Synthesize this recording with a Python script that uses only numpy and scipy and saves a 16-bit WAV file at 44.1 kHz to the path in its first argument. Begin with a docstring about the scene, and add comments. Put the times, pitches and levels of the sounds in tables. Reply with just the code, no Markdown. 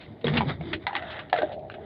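"""A wet rope is hauled into a small wooden boat: slips over a rib drum on the hull's resonances.
It then rasps through the hand: hiss made of many tiny fibre catches over a smooth rub.
Loops and gear knock on the planks (fading tones and cracks), among short scuffs, scrapes and ticks of hiss.
Planks ring and a floorboard groans, as resonances, each fed by rubbing noise of its own.
Light wind and water, both shaped noise, lie underneath; the microphone is close and dull."""
import sys
import numpy as np
from scipy import signal
from scipy.fft import rfft, irfft
from scipy.io import wavfile
from scipy.ndimage import uniform_filter1d, map_coordinates

SR = 44100
rng = np.random.default_rng(int(sys.argv[2]) if len(sys.argv) > 2 else 0)


def wav_record(signal):
    """Record a signal, one row per channel, as 16-bit PCM in the file named by sys.argv[1]."""
    frames = np.transpose(np.atleast_2d(signal))
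    bounded = np.clip(frames, -1, 1)
    # unit amplitude maps onto the largest positive 16-bit level
    quanta = np.round(bounded * 32767).astype(np.int16)
    wavfile.write(sys.argv[1], SR, quanta)


N = 81585
TIME = np.arange(N) / SR  # seconds

# Tone colour of the cracks and scuffs. Each row: frequency in Hz, level in dB.
CRACK_COLOUR = [(300, -21), (900, -3), (1500, 1), (3500, -3.5), (4100, -9), (5000, -27.5), (6500, -42)]


def amp(db):
    """Turns decibels into a gain."""
    return 10 ** (np.asarray(db) / 20)


def unit(x):
    """Scales a signal to an average (rms) size of 1."""
    return x / np.sqrt(np.mean(x ** 2) + 1e-20)


def level(points):
    """Draws a gain over time through (seconds, dB) points."""
    return amp(np.interp(TIME, *np.transpose(points)))


def fade(t, t60):
    """Dies away by 60 dB in t60 seconds, as a struck thing loses its energy."""
    return np.exp(-np.log(1000) * t / t60)


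def strike(t, rise_s):
    """Rises smoothly from silence, as a blow takes a moment to press in."""
    return 1 - np.exp(-(t / rise_s) ** 2)


def colour(x, points, focus_hz=1000, focus_db=0):
    """Filters by (Hz, dB) points, with an optional broad boost around focus_hz; rms 1."""
    focus_octaves = 0.91  # spread of the boost to either side
    octave = np.log2(np.fft.rfftfreq(len(x), 1 / SR) + 1)
    hz, db = np.transpose(points)
    bump_db = focus_db * np.exp(-.5 * ((octave - np.log2(focus_hz)) / focus_octaves) ** 2)
    gain = amp(np.interp(octave, np.log2(hz), db) + bump_db)
    return unit(irfft(rfft(x) * gain, len(x)))


def steady(x, size):
    """Evens out the loudness over size samples, so that a later gain can set it."""
    power = uniform_filter1d(uniform_filter1d(x ** 2, size), size)
    return x / np.sqrt(abs(power) + 1e-20)


def ring(x, modes):
    """Lets x excite (Hz, width in Hz, dB) resonances, and cuts what lies outside their range."""
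    out = np.zeros(len(x))
    for hz, width, db in modes:
        out += amp(db) * signal.lfilter(*signal.iirpeak(hz, hz / width, SR), x)
    band = [modes[0][0] * 0.76, modes[-1][0] * 1.128]
    return signal.sosfilt(signal.butter(4, band, "band", fs=SR, output="sos"), out)


def add(mix, s, sound):
    """Mixes a sound in at s seconds, cut off where the mix ends."""
    part = mix[round(s * SR):][:len(sound)]
    part += sound[:len(part)]


def fibres():
    """Rubbing rope: tiny random catches of its fibres over a smooth rub."""
    fibres_per_s, spread_db, smooth_share = 1800, 2, 0.59
    catches = (rng.random(N) < fibres_per_s / SR) * rng.choice([-1, 1], N)
    sizes = amp(spread_db * np.minimum(rng.exponential(1, N), 4))
    return unit(catches * sizes) + smooth_share * rng.standard_normal(N)


def flutter(x):
    """The twisted strands pass unevenly: patches of the hiss swell and fade in time and pitch."""
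    flutter_db = 2
    z = signal.stft(x, nperseg=512)[2]
    patches = uniform_filter1d(rng.standard_normal(z.shape), size=5, axis=0)
    patches = unit(uniform_filter1d(patches, size=4, axis=1))
    return signal.istft(z * amp(flutter_db * patches), nperseg=512)[1][:N]


def wander(x):
    """The pitch of a ring wavers as the point of contact moves: x is read at a varying speed."""
    speed_share = 0.025  # typical change in reading speed
    drift = uniform_filter1d(rng.standard_normal(N), size=2400)
    drift = unit(uniform_filter1d(drift, size=1200))
    return map_coordinates(x, [np.cumsum(1 + speed_share * drift)], order=1, mode="mirror")


def weather():
    """Lumpy wind on the microphone over an even wash of the sea, both made of coloured noise."""
    # Wind strength. Each row: time in seconds, level in dB.
    wind_strength = [(0, -57.5), (.12, -41.5), (.19, -57), (.36, -31.5), (.58, -39.5), (.76, -40),
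                     (.81, -53.5), (.86, -43.5), (.9, -61), (1.02, -47), (1.28, -52), (1.55, -48),
                     (1.81, -50)]
    # Tone colours of wind and water. Each row: frequency in Hz, level in dB.
    wind_colour = [(25, -38.5), (80, 0.5), (135, -3.5), (400, -13.5), (1000, -71.5)]
    water_colour = [(200, 1), (450, 4.5), (1100, -16), (2000, -26), (3800, -25), (5000, -39), (7000, -52)]
    water_db = -55
    wind = steady(colour(rng.standard_normal(N), wind_colour), size=2000) * level(wind_strength)
    water = amp(water_db) * colour(rng.standard_normal(N), water_colour)
    return wind + water


def groan():
    """A floorboard's one low resonance, fed by rubbing noise, glides as the rope shifts on it."""
    # The groan's course. Each row: time in seconds, level in dB, pitch in Hz.
    groan_path = [(.6, -57.5, 334), (.68, -36, 346), (.705, -41.5, 298), (.74, -31.5, 345), (.81, -46, 329),
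                  (0.879, -62, 389.4), (0.969, -41.5, 320), (1.031, -55, 340), (1.389, -55, 284.2),
                  (1.438, -31, 315), (1.5, -56, 415.5), (1.75, -49.5, 364), (1.82, -46, 419)]
    width_hz = 66
    s, db, hz = np.transpose(groan_path)
    turn = np.exp(2j * np.pi * np.cumsum(np.interp(TIME, s, hz)) / SR)
    # Shift the pitch down to zero, keep a narrow band there, and shift it back up
    low_pass = signal.butter(2, width_hz / 2, fs=SR, output="sos")
    note = turn * signal.sosfilt(low_pass, fibres() / turn)
    return steady(note.real, size=1000) * amp(np.interp(TIME, s, db))


def boards():
    """The sliding rope keeps the planks' resonances ringing with a hollow sound."""
    # Strength of the ringing. Each row: time in seconds, level in dB.
    ring_strength = [(.8, -57), (1.03, -41.5), (1.19, -45), (1.31, -56.5), (1.35, -33), (1.49, -39.5),
                     (1.525, -34.5), (1.555, -41), (1.578, -33), (1.605, -42.5), (1.65, -40), (1.71, -49),
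                     (1.785, -41), (1.82, -49)]
    # Plank resonances before the pitch wavers. Each row: frequency in Hz, width in Hz, level in dB.
    plank_modes = [(470, 32, -21), (632.7, 37, 7), (719, 16, 1), (773.4, 13, -5)]
    return steady(wander(ring(fibres(), plank_modes)), size=1000) * level(ring_strength)


def scuffs():
    """Short scuffs, scrapes and ticks: a quick rise and a soft fall of hiss."""
    # The scuffs. Each row: start in seconds, length in seconds, level in dB, centre of boost in Hz.
    scuff_rows = [(.004, 0.06, -51, 3700), (0.211, 0.013, -52.5, 3740), (0.337, 0.011, -33.5, 2900),
                  (0.37, 0.023, -25.5, 3200), (0.73, 0.021, -29, 2700), (0.965, 0.004, -26, 2300),
                  (1.101, .045, -41.5, 3700), (1.19, 0.021, -36, 2400), (1.297, 0.0087, -42.5, 3300),
                  (1.375, 0.009, -27.5, 1700), (1.517, 0.039, -49.5, 3800), (1.593, 0.004, -54, 4400),
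                  (1.699, .005, -36.5, 1430), (1.714, 0.018, -49.5, 2900), (1.739, 0.017, -43, 2100)]
    focus_db = 13
    out = np.zeros(N)
    for s, length, db, hz in scuff_rows:
        arch = np.sin(np.pi * np.sqrt(np.minimum(TIME / length, 1)))
        hiss = colour(rng.standard_normal(N), CRACK_COLOUR, hz, focus_db)
        add(out, s, amp(db) * arch * hiss)
    return out


def knocks():
    """Each blow gives a fading, sagging plank note and a crack: a high tone in a rattle."""
    # Blows on the planks. Each row: start in seconds, plank pitch at the start in Hz, plank level
    # in dB, plank fade by 60 dB in seconds, crack level in dB, crack pitch in Hz.
    blows = [ (.243, 479, -14.5, .065, -24, 3770), (.268, 388, -18.5, 0.056, -17.5, 3310),
             (0.2805, 372, -21.5, 0.061, -16, 1805), (.407, 944, -4, 0.013, -20.5, 2270),
             (.416, 837, -12, 0.021, -24.5, 1226), (.6095, 705, -24, 0.027, -33.5, 2180),
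             (0.7318, 633, -34, 0.085, -17, 1957), (0.8671, 960, -15.5, 0.025, -12, 2050),
             (.877, 838, -22, 0.055, -49, 2060), (0.9082, 954, -22.5, 0.025, -37, 1800),
             (.930, 828.7, -17, 0.019, -29.5, 1750), (0.9514, 1090, -17.5, 0.021, -16, 1894),
             (.959, 836, -19, 0.036, -27.5, 1940), (1.0225, 736, -31.5, .11, -27, 1950),
             (1.328, 764, -5, 0.029, -12.5, 1713), (1.3385, 716, -3.5, 0.021, -34, 1378),
             (1.361, 698.7, -23, 0.13, -20.5, 1390), (1.386, 490, -21, .12, -19.5, 1536),
             (1.419, 685, -9, 0.021, -20.5, 1600), (1.430, 638, -11, 0.051, -38, 1507), ]
    plank_rise_s, crack_rise_s, crack_t60_s = 0.0013, 0.0013, 0.022
    sag_per_s, rattle_share = 4.4, 0.63
    out, t = np.zeros(N), np.arange(SR // 5) / SR
    for s, hz, plank_db, plank_t60, crack_db, crack_hz in blows:
        turns = hz * np.cumsum(np.exp(-sag_per_s * t)) / SR
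        note = np.sin(2 * np.pi * turns) * strike(t, plank_rise_s)
        note *= amp(plank_db) * fade(t, plank_t60)
        rattle = steady(colour(rng.standard_normal(len(t)), CRACK_COLOUR), size=130)
        crack = np.sin(2 * np.pi * crack_hz * t) + rattle_share * rattle
        crack *= strike(t, crack_rise_s) * amp(crack_db) * fade(t, crack_t60_s)
        add(out, s, note + crack)
    return out


def boat(x):
    """Adds short, scattered reflections between the sides of the hull."""
    echo_t60_s, echo_db, taps_per_s = 0.072, -7, 2000
    t = np.arange(SR // 4) / SR
    taps = rng.standard_normal(len(t)) * (rng.random(len(t)) < taps_per_s / SR)
    taps *= (t > .003) * fade(t, echo_t60_s)
    return x + amp(echo_db) * signal.fftconvolve(x, taps / np.linalg.norm(taps))[:N]


def judder():
    """The rope sticks and slips over a rib at a changing rate; each slip thumps the hull."""
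    # The rope on the rib. Each row: time in seconds, slips per second before jitter, level in dB.
    slip_path = [(.22, 229, -54.5), (0.254, 247, -28.5), (.32, 202.6, -25), (0.359, 250, -25.5),
                 (.415, 228, -27), (0.456, 150, -32.5), (.485, 123, -25), (0.557, 146, -47.5),
                 (0.617, 162, -34), (0.649, 140, -55.5), (0.949, 214, -55)]
    # Hull resonances. Each row: frequency in Hz, width in Hz, level in dB.
    hull_modes = [(150.5, 10, 10.5), (180, 76, -4), (233, 48, -9), (389.4, 4.7, -6.5), (465.6, 10, -5),
                  (690, 390, -20)]
    rate_jitter, uneven_db = .07, 6  # jitter as a share of the rate
    s, rate, db = np.transpose(slip_path)
    wobble = unit(uniform_filter1d(rng.standard_normal(N), size=200))
    turns = np.cumsum(np.interp(TIME, s, rate) * np.exp(rate_jitter * wobble)) / SR
    # One slip at each whole turn
    slips = np.diff(np.floor(turns), prepend=0) * amp(uneven_db * rng.standard_normal(N))
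    return steady(ring(slips, hull_modes), size=1100) * amp(np.interp(TIME, s, db))


def rasp():
    """Fibres scrape on wood, then through the hand; the grip catches and eases many times a second."""
    # Strength of the rub on wood, then in the hand. Each row: time in seconds, level in dB.
    wood_strength = [(0, -52.5), (.18, -62.5), (.238, -59), (.25, -36), (.325, -38.5), (.378, -27),
                     (.395, -36), (.445, -50), (.475, -42.5), (.497, -29), (.535, -45), (.59, -60),
                     (.61, -51), (.725, -45), (.79, -61), (.84, -50), (.88, -66)]
    hand_strength = [(.86, -82), (.89, -39), (.92, -49.5), (.975, -35), (1.01, -45), (1.17, -39.5),
                     (1.205, -43.5), (1.23, -51), (1.315, -61), (1.35, -41.5), (1.39, -38), (1.47, -51.5),
                     (1.527, -51.5), (1.57, -78.5), (1.85, -57)]
    # Tone colour of each rub. Each row: frequency in Hz, level in dB.
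    wood_colour = [(300, 0), (700, 5), (1600, -0.5), (2100, 5), (2700, -11), (3700, 1), (4250, -15.5),
                   (4750, -14.5), (6000, -45)]
    hand_colour = [(400, -12), (850, 7.5), (1100, -2), (1300, 5), (1950, 7.5), (2330, -5), (3700, -1.5),
                   (4300, -20.5), (6000, -52.5)]
    grip_db = 1.5
    grip = unit(amp(grip_db * unit(uniform_filter1d(rng.standard_normal(N), size=150))))
    wood = steady(flutter(colour(fibres(), wood_colour)), size=700) * level(wood_strength)
    hand = steady(flutter(colour(fibres(), hand_colour)), size=700) * level(hand_strength)
    return grip * (wood + hand)


def scene():
    """Adds all sources at the microphone; only knocks and scuffs get the hull's reflections."""
    background = weather() + groan() + boards()
    return (background + boat(scuffs() + knocks()) + judder() + rasp())[None]


def record(dry):
    """A dull microphone weakens lows and highs and adds faint hiss; a last filter limits the band."""
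    edge_hz = 15500
    cut = signal.sosfilt(signal.butter(2, 44, "high", fs=SR, output="sos"), dry)
    dull = signal.oaconvolve(cut, signal.firwin(numtaps=41, cutoff=5700, fs=SR)[None], "same")
    dull += amp(-33) * cut  # a little of the treble still gets through
    hiss = amp(-89.5) * rng.standard_normal(N)
    band_limit = signal.firwin(511, edge_hz, window=("kaiser", 9), fs=SR)[None]
    return signal.oaconvolve(dull + hiss, band_limit, "same")


dry = scene()
out = record(dry)
wav_record(out)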